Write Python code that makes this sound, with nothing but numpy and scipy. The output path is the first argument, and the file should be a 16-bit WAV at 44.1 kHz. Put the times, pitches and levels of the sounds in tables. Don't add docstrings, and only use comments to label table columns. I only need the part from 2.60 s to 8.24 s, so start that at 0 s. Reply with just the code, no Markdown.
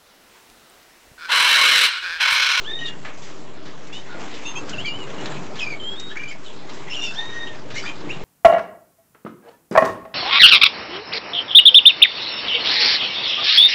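import sys
import numpy as np
from scipy import signal
from scipy.fft import rfft, irfft, next_fast_len
from scipy.io import wavfile

SR = 44100
rng = np.random.default_rng(int(sys.argv[2]) if len(sys.argv) > 2 else 0)


def magnitude_from_level(level_db):
    exponent = np.asarray(level_db, float) / 20
    return 10 ** exponent


def put_to_file(sound):
    columns = np.atleast_2d(sound).T
    safe = np.clip(columns, -1, 1)
    whole_steps = np.round(safe * 32767)
    wavfile.write(sys.argv[1], SR, whole_steps.astype(np.int16))


N = 248724


def rms_one(x):
    return x / np.sqrt(np.mean(x ** 2) + 1e-20)


def drift(rate_hz):
    run_in = 9000
    r = np.exp(-2 * np.pi * rate_hz / SR)
    noise = rng.standard_normal(N + run_in)
    return rms_one(signal.lfilter([1], [1, -2 * r, r * r], noise)[run_in:])


def band_pass(x, low_hz, high_hz):
    return signal.sosfilt(signal.butter(2, [low_hz, high_hz], "band", fs=SR, output="sos"), x)


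def coloured(spectrum, patchy_db, grain_db):
    hz, db = np.transpose(spectrum)
    grainy = rng.standard_normal((2, N)) * magnitude_from_level(grain_db * drift(170))
    edges_hz = hz[0] * 2 ** np.arange(0, np.log2(hz[-1] / hz[0]) + .01, 1 / 3)
    out = 0
    for k, (low, high) in enumerate(zip(edges_hz, edges_hz[1:])):
        band = band_pass(grainy[k % 2], low, high)
        level_db = np.interp(np.log(low * high) / 2, np.log(hz), db)
        out = out + band * magnitude_from_level(level_db + patchy_db * drift(6.55))
    return rms_one(out)


def birds(waver_hz, tremble_db, rasp_db, edge_s):
    waver, tremble, octave_noise = drift(60), drift(70), drift(190)
    rasp = drift(250) + .35 * drift(900)
    hiss = beak_hiss()
    out = np.zeros(N)
    for s, pitch_hz, low_db, octave_db, rough in notes_and_overtones():
        span = np.arange(int((s[0] - edge_s) * SR), int((s[-1] + edge_s) * SR))
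        t = span / SR
        fade = np.clip(np.minimum(t - t[0], t[-1] - t) / edge_s, 0, 1) ** 2
        hz = np.interp(t, s, pitch_hz) + rough * waver_hz * waver[span]
        phase = 2 * np.pi * (np.cumsum(hz) / SR + rng.random())
        low = magnitude_from_level(np.interp(t, s, low_db))
        high = magnitude_from_level(np.interp(t, s, octave_db))

        pure = 2 * hz < 4250
        octave_gain = np.where(pure, 1, 0.89 + 1.9 * octave_noise[span])
        tone = low * np.sin(phase) + high * octave_gain * np.sin(2 * phase)
        tone += inharmonic_tone(t, phase, low, pure * high)

        steady = np.sqrt(max(1 - rough ** 2, 0)) * magnitude_from_level(rough * tremble_db * tremble[span])
        noisy = rough ** 2 * magnitude_from_level(rasp_db) * rasp[span]
        voice = (steady + noisy) * tone + rough * low * hiss[span]
        out[span] += np.sqrt(2) * fade * voice
    return out


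def notes_and_overtones():
    # time in s, pitch in Hz, fundamental in dB, octave in dB.
    whistle_tracks = [
        [(.047, 1415, -50, -38), (.067, 1652, -47, -35.5), (.081, 1770, -37.5, -31.5), (.109, 1800, -33, -30),
         (.123, 1857, -48, -37), (.137, 1810, -47, -27), (.16, 1870, -43, -32), (.203, 1867, -34.5, -35.5),
         (.235, 1870, -34, -43), (.262, 1860, -43, -31), (.282, 1834, -44, -42)],
        [(4.55, 1502, -69, -44), (4.575, 1798, -39.5, -31.5), (4.597, 1837, -32.5, -22.5),
         (4.613, 1860, -35, -46), (4.695, 1860, -41, -35.5), (4.749, 1864, -32.5, -51), (4.797, 1864, -32, -41),
         (4.808, 1863, -41, -40.5), (4.84, 1850, -29.5, -36), (4.87, 1870, -44.5, -47),
         (4.935, 1790, -41.5, -53)],
    ]
    # time in s, pitch in Hz, level in dB.
    warble_tracks = [
        [(2.132, 3000, -33), (2.146, 2700, -31), (2.165, 2520, -71), (2.185, 2700, -27.5), (2.21, 3100, -33.5),
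         (2.235, 3480, -48), (2.265, 3140, -32), (2.285, 2876, -30.5), (2.312, 2807, -35.5),
         (2.37, 3090, -36.5), (2.39, 2990, -49), (2.422, 2897, -32.5), (2.449, 2700, -51)],
        [(3.2, 3196, -35), (3.218, 3035, -35.5), (3.268, 3190, -31), (3.327, 3314, -33.5), (3.352, 3330, -45),
         (3.365, 3630, -40.5), (3.4, 3740, -36.5), (3.485, 3765, -40), (3.525, 3845, -43)],
    ]
    buzz_tracks = [
        [(2.99, 3280, -32), (3.008, 2607, -25), (3.032, 2532, -28.5), (3.056, 2397, -32), (3.074, 2350, -29),
         (3.11, 2413, -34.5), (3.114, 2290, -36), (3.134, 2267, -28), (3.138, 2220, -32.5), (3.16, 2320, -48)],
        [(4.3, 2955, -36.5), (4.324, 2697, -26.5), (4.348, 2738, -49), (4.372, 2840, -25.5), (4.382, 2812, -35),
         (4.398, 2797, -28), (4.408, 2789, -35.5), (4.442, 2772, -24), (4.482, 2687, -32.5), (4.515, 2700, -37)],
    ]
    # start in s, length in s, first pitch in Hz, last pitch in Hz, peak level in dB.
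    chirp_rows = [(0.273, 0.03, 2856, 2820, -35), (0.321, 0.032, 2860, 2780, -45),
                  (1.325, 0.081, 2690, 3080, -39.5), (1.328, 0.079, 3400, 3780, -43),
                  (1.85, 0.079, 3655, 3580, -37), (1.855, 0.051, 2615, 2830, -31),
                  (1.957, 0.038, 2450, 2700, -30), (1.959, 0.025, 3200, 3260, -36),
                  (2.248, 0.043, 2250, 2376, -28), (2.583, 0.053, 2810, 2955, -41.5),
                  (3.596, 0.034, 2730, 2950, -41.5), (3.569, 0.013, 2196, 2360, -27),
                  (3.592, 0.035, 2310, 2390, -36), (3.631, 0.017, 2284, 2375, -28),
                  (3.671, 0.04, 2334, 2380, -36.5), (3.677, 0.045, 2990, 3100, -41.5),
                  (4.411, 0.12, 3614, 3540, -36), (4.576, 0.047, 908, 870, -41)]
    rasp_rows = [(0.188, 0.1, 3060, 2790, -39), (1.494, 0.1, 1522, 1390, -42.5),
                 (3.503, 0.037, 1530, 1980, -41), (3.711, 0.028, 2140, 2295, -33),
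                 (4.276, 0.048, 1855, 2600, -36), (4.331, 0.025, 2900, 3340, -32),
                 (4.346, 0.02, 3340, 2820, -28), (4.431, 0.085, 3110, 2550, -40),
                 (5.145, 0.028, 1695, 1960, -45), (5.154, 0.026, 1932, 2145, -27.5),
                 (5.182, 0.032, 2210, 2340, -31), (5.171, 0.06, 2800, 3190, -38),
                 (5.266, 0.057, 3000, 3220, -38), (5.259, 0.067, 2345, 2550, -32),
                 (5.493, 0.033, 2170, 3106, -32)]
    noisy_rows = [(0.258, 0.05, 3796, 3254, -33), (0.261, 0.056, 4720, 4580, -48),
                  (0.283, 0.044, 1916, 1732, -43), (2.256, 0.069, 4530, 4700, -38),
                  (2.994, 0.0416, 3400, 3020, -32), (2.997, 0.079, 5590, 4900, -48),
                  (3.493, 0.065, 3300, 3250, -44), (3.555, 0.04, 1552, 2100, -36),
                  (3.614, 0.035, 1570, 2020, -40.5), (3.679, 0.08, 4720, 5220, -46.5),
                  (3.847, 0.076, 4170, 2844, -44.5), (3.845, 0.047, 3250, 2810, -44),
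                  (4.421, 0.074, 5700, 5360, -39.5), (4.448, .07, 4600, 4800, -45),
                  (4.538, 0.039, 5200, 5670, -42.5), (4.873, 0.025, 3016, 3085, -38.5),
                  (5.14, 0.046, 5760, 6300, -48), (5.144, 0.067, 3680, 4580, -42),
                  (5.179, 0.041, 5590, 5300, -37.5), (5.226, 0.062, 4630, 4830, -41.5),
                  (5.237, 0.0387, 1293, 2270, -33), (5.249, 0.045, 3400, 3890, -40),
                  (5.517, 0.044, 3650, 3700, -46), (5.52, 0.066, 2810, 2970, -43.5)]
    faint_rows = [(1.86, 0.064, 6375, 6374, -40), (1.952, 0.048, 6360, 6374, -41.5),
                  (3.684, 0.028, 7070, 7200, -47), (4.3, 0.055, 5296, 5300, -40)]
    # peak and end of hold as shares of length, swell in dB, sink in dB, glide as a share of length.
    smooth_shape = (0.1, 0.52, 3.3, 9, 0.27)
    raspy_shape = (0.065, 0.46, 2.6, 12, 0.6)

    # shapes, octave dB relative to the fundamental, roughness
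    kinds = [
        ([np.transpose(rows) for rows in warble_tracks], -48.5, 0.035),
        ([np.transpose(rows) for rows in buzz_tracks], -20, 0.5),
        ([chirp(*row, smooth_shape) for row in chirp_rows], -31, 0.42),
        ([chirp(*row, raspy_shape) for row in rasp_rows], -26.5, 0.68),
        ([chirp(*row, raspy_shape) for row in noisy_rows], -60, 0.92),
        ([chirp(*row, smooth_shape) for row in faint_rows], -60, 0),
    ]
    notes = [(*np.transpose(rows), 0.17) for rows in whistle_tracks]
    for shapes, octave_db, rough in kinds:
        notes += [(s, pitch_hz, db, db + octave_db, rough) for s, pitch_hz, db in shapes]
    return notes


def chirp(start_s, length_s, first_hz, last_hz, peak_db, shape):
    peak, hold, swell_db, sink_db, glide = shape
    share = np.linspace(0, 1, num=32)
    pitch_hz = last_hz + (first_hz - last_hz) * np.exp(-share / glide)
    db = peak_db - np.interp(share, [0, peak, max(hold, peak), 1], [swell_db, 0, 0, sink_db])
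    return start_s + length_s * share, pitch_hz, db


def inharmonic_tone(t, phase, low, pure_octave):
    turn = 2 * np.pi * 4134 * t
    octave = magnitude_from_level(-19) * pure_octave * np.sin(2 * phase + turn)
    return magnitude_from_level(-22.5) * (low * np.sin(phase + turn) + octave)


def beak_hiss():
    return magnitude_from_level(-22.5) * rms_one(band_pass(rng.standard_normal(N), 4200, 8800))


def wing_beats(rise_s):
    # start in s, nominal peak level in dB, centre in Hz, t60 in s.
    beat_rows = [(.448, -33.5, 1420, 0.32), (0.573, -44.5, 6000, 0.34), (0.619, -43, 4230, 0.93),
                 (1.05, -40, 210, 0.17), (1.053, -42.5, 2600, 0.39), (1.27, -42.5, 4950, 0.098),
                 (1.327, -41.5, 4240, 0.5), (1.545, -34.5, 395, 0.5), (1.615, -33, 515, 0.16),
                 (1.74, -39.5, 3000, 0.2), (2.093, -28.5, 5500, 0.068), (2.096, -43, 70, 0.31),
                 (2.656, -25.5, 2470, 0.037), (2.955, -35, 2330, 0.35), (3.397, -28.5, 6460, 0.048),
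                 (4.092, -37.5, 2370, 0.23), (4.133, -42.5, 6000, 0.31), (5.102, -37, 2340, 0.25),
                 (5.151, -36, 5000, 0.47), (5.47, -29.5, 202, 0.081)]
    out = np.zeros(N)
    t = np.arange(SR // 2) / SR
    for s, peak_db, hz, t60_s in beat_rows:
        low_hz, high_hz = np.clip([hz / 2.5, hz * 1.82], 50, 12000)
        puff = rms_one(band_pass(rng.standard_normal(len(t)), low_hz, high_hz))
        envelope = (1 - np.exp(-t / rise_s)) * magnitude_from_level(peak_db - 60 * t / max(t60_s, .02))
        first = int(s * SR)
        out[first:][:len(t)] += (puff * envelope)[:N - first]
    return out


def flock(flap_hz, flap_db):
    # time in s, air push in dB, feather rustle in dB.
    wing_levels = [(0, -41.5, -43.5), (.9, -42.5, -47.5), (1.45, -43.5, -46), (1.62, -40.5, -39),
                   (1.85, -40, -41.5), (2.15, -35.5, -39.5), (2.3, -39, -44), (2.67, -33, -35.5),
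                   (2.9, -36, -42.5), (3.502, -42.5, -46), (3.85, -43.5, -46), (4.15, -39.5, -43.5),
                   (4.63, -42, -39.5), (5.05, -38.5, -44.5), (5.64, -36.5, -42.5)]
    # frequency in Hz, relative density in dB per Hz.
    push_spectrum = [(28, -8), (65, -41), (100, -7.5), (300, -9.5), (700, -11), (2500, -33), (3300, -51.5)]
    rustle_spectrum = [(530, -15.5), (900, 0.5), (3500, -7), (4660, -11), (6660, -16), (8500, -14),
                       (11000, -35)]
    s, push_db, rustle_db = np.transpose(wing_levels)
    t = np.arange(N) / SR
    rate_hz = flap_hz * (1 + 0.46 * drift(3.35))
    throb_db = flap_db * np.sin(2 * np.pi * np.cumsum(rate_hz) / SR)
    push = boom(coloured(push_spectrum, patchy_db=2.0, grain_db=1.0))
    rustle = coloured(rustle_spectrum, patchy_db=2.5, grain_db=1.2)
    push = magnitude_from_level(np.interp(t, s, push_db) + throb_db) * push
    return push + magnitude_from_level(np.interp(t, s, rustle_db) + throb_db) * rustle


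def boom(x):
    # frequency in Hz, width in Hz, lift in dB.
    resonances = [(144, 6.5, 8.5), (199, 67, 4), (292.5, 30, 9), (380.8, 14.3, 11), (448, 11, 7.5),
                  (610.5, 8.1, 8)]
    out = x
    for hz, width_hz, db in resonances:
        r = np.exp(-np.pi * width_hz / SR)
        poles = [1, -2 * r * np.cos(2 * np.pi * hz / SR), r * r]
        peak = signal.lfilter([1, 0, -1], poles, x) * (1 - r * r) / 2
        out = out + (magnitude_from_level(db) - 1) * peak
    return rms_one(out)


def room(x):
    low_t60_s, wall_cut_hz = .22, 3600
    size = next_fast_len(N + SR)
    delay_one = np.exp(-2j * np.pi * np.arange(size // 2 + 1) / size)
    dull = np.exp(-2 * np.pi * wall_cut_hz / SR)
    wall = (1 - dull) / (1 - dull * delay_one)
    walls = 0
    lags = (rng.uniform(.004, .03, size=16) * SR).astype(int)
    for k, lag in enumerate(lags):
        loop = magnitude_from_level(-60 * lag / SR / low_t60_s) * wall * delay_one ** lag
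        walls = walls + (-1) ** k * loop / (1 - loop)
    return irfft(rfft(x, size) * walls, size)[:N]


def scene():
    near = birds(waver_hz=71.6, tremble_db=4.0, rasp_db=0.0, edge_s=.0045)
    near = near + wing_beats(rise_s=0.00075)
    wings = flock(flap_hz=21.07, flap_db=0.86)
    return (near + magnitude_from_level(-13.5) * room(near) + wings)[None]


def roll_off(x):
    return signal.sosfilt(signal.butter(12, 8930, fs=SR, output="sos"), x)


def record(dry):
    cutoff_hz, offset = 8900, -.048
    cut = signal.sosfilt(signal.cheby2(12, 60, cutoff_hz, fs=SR, output="sos"), dry)
    return roll_off(cut + offset)


dry = scene()
out = record(dry)
put_to_file(out)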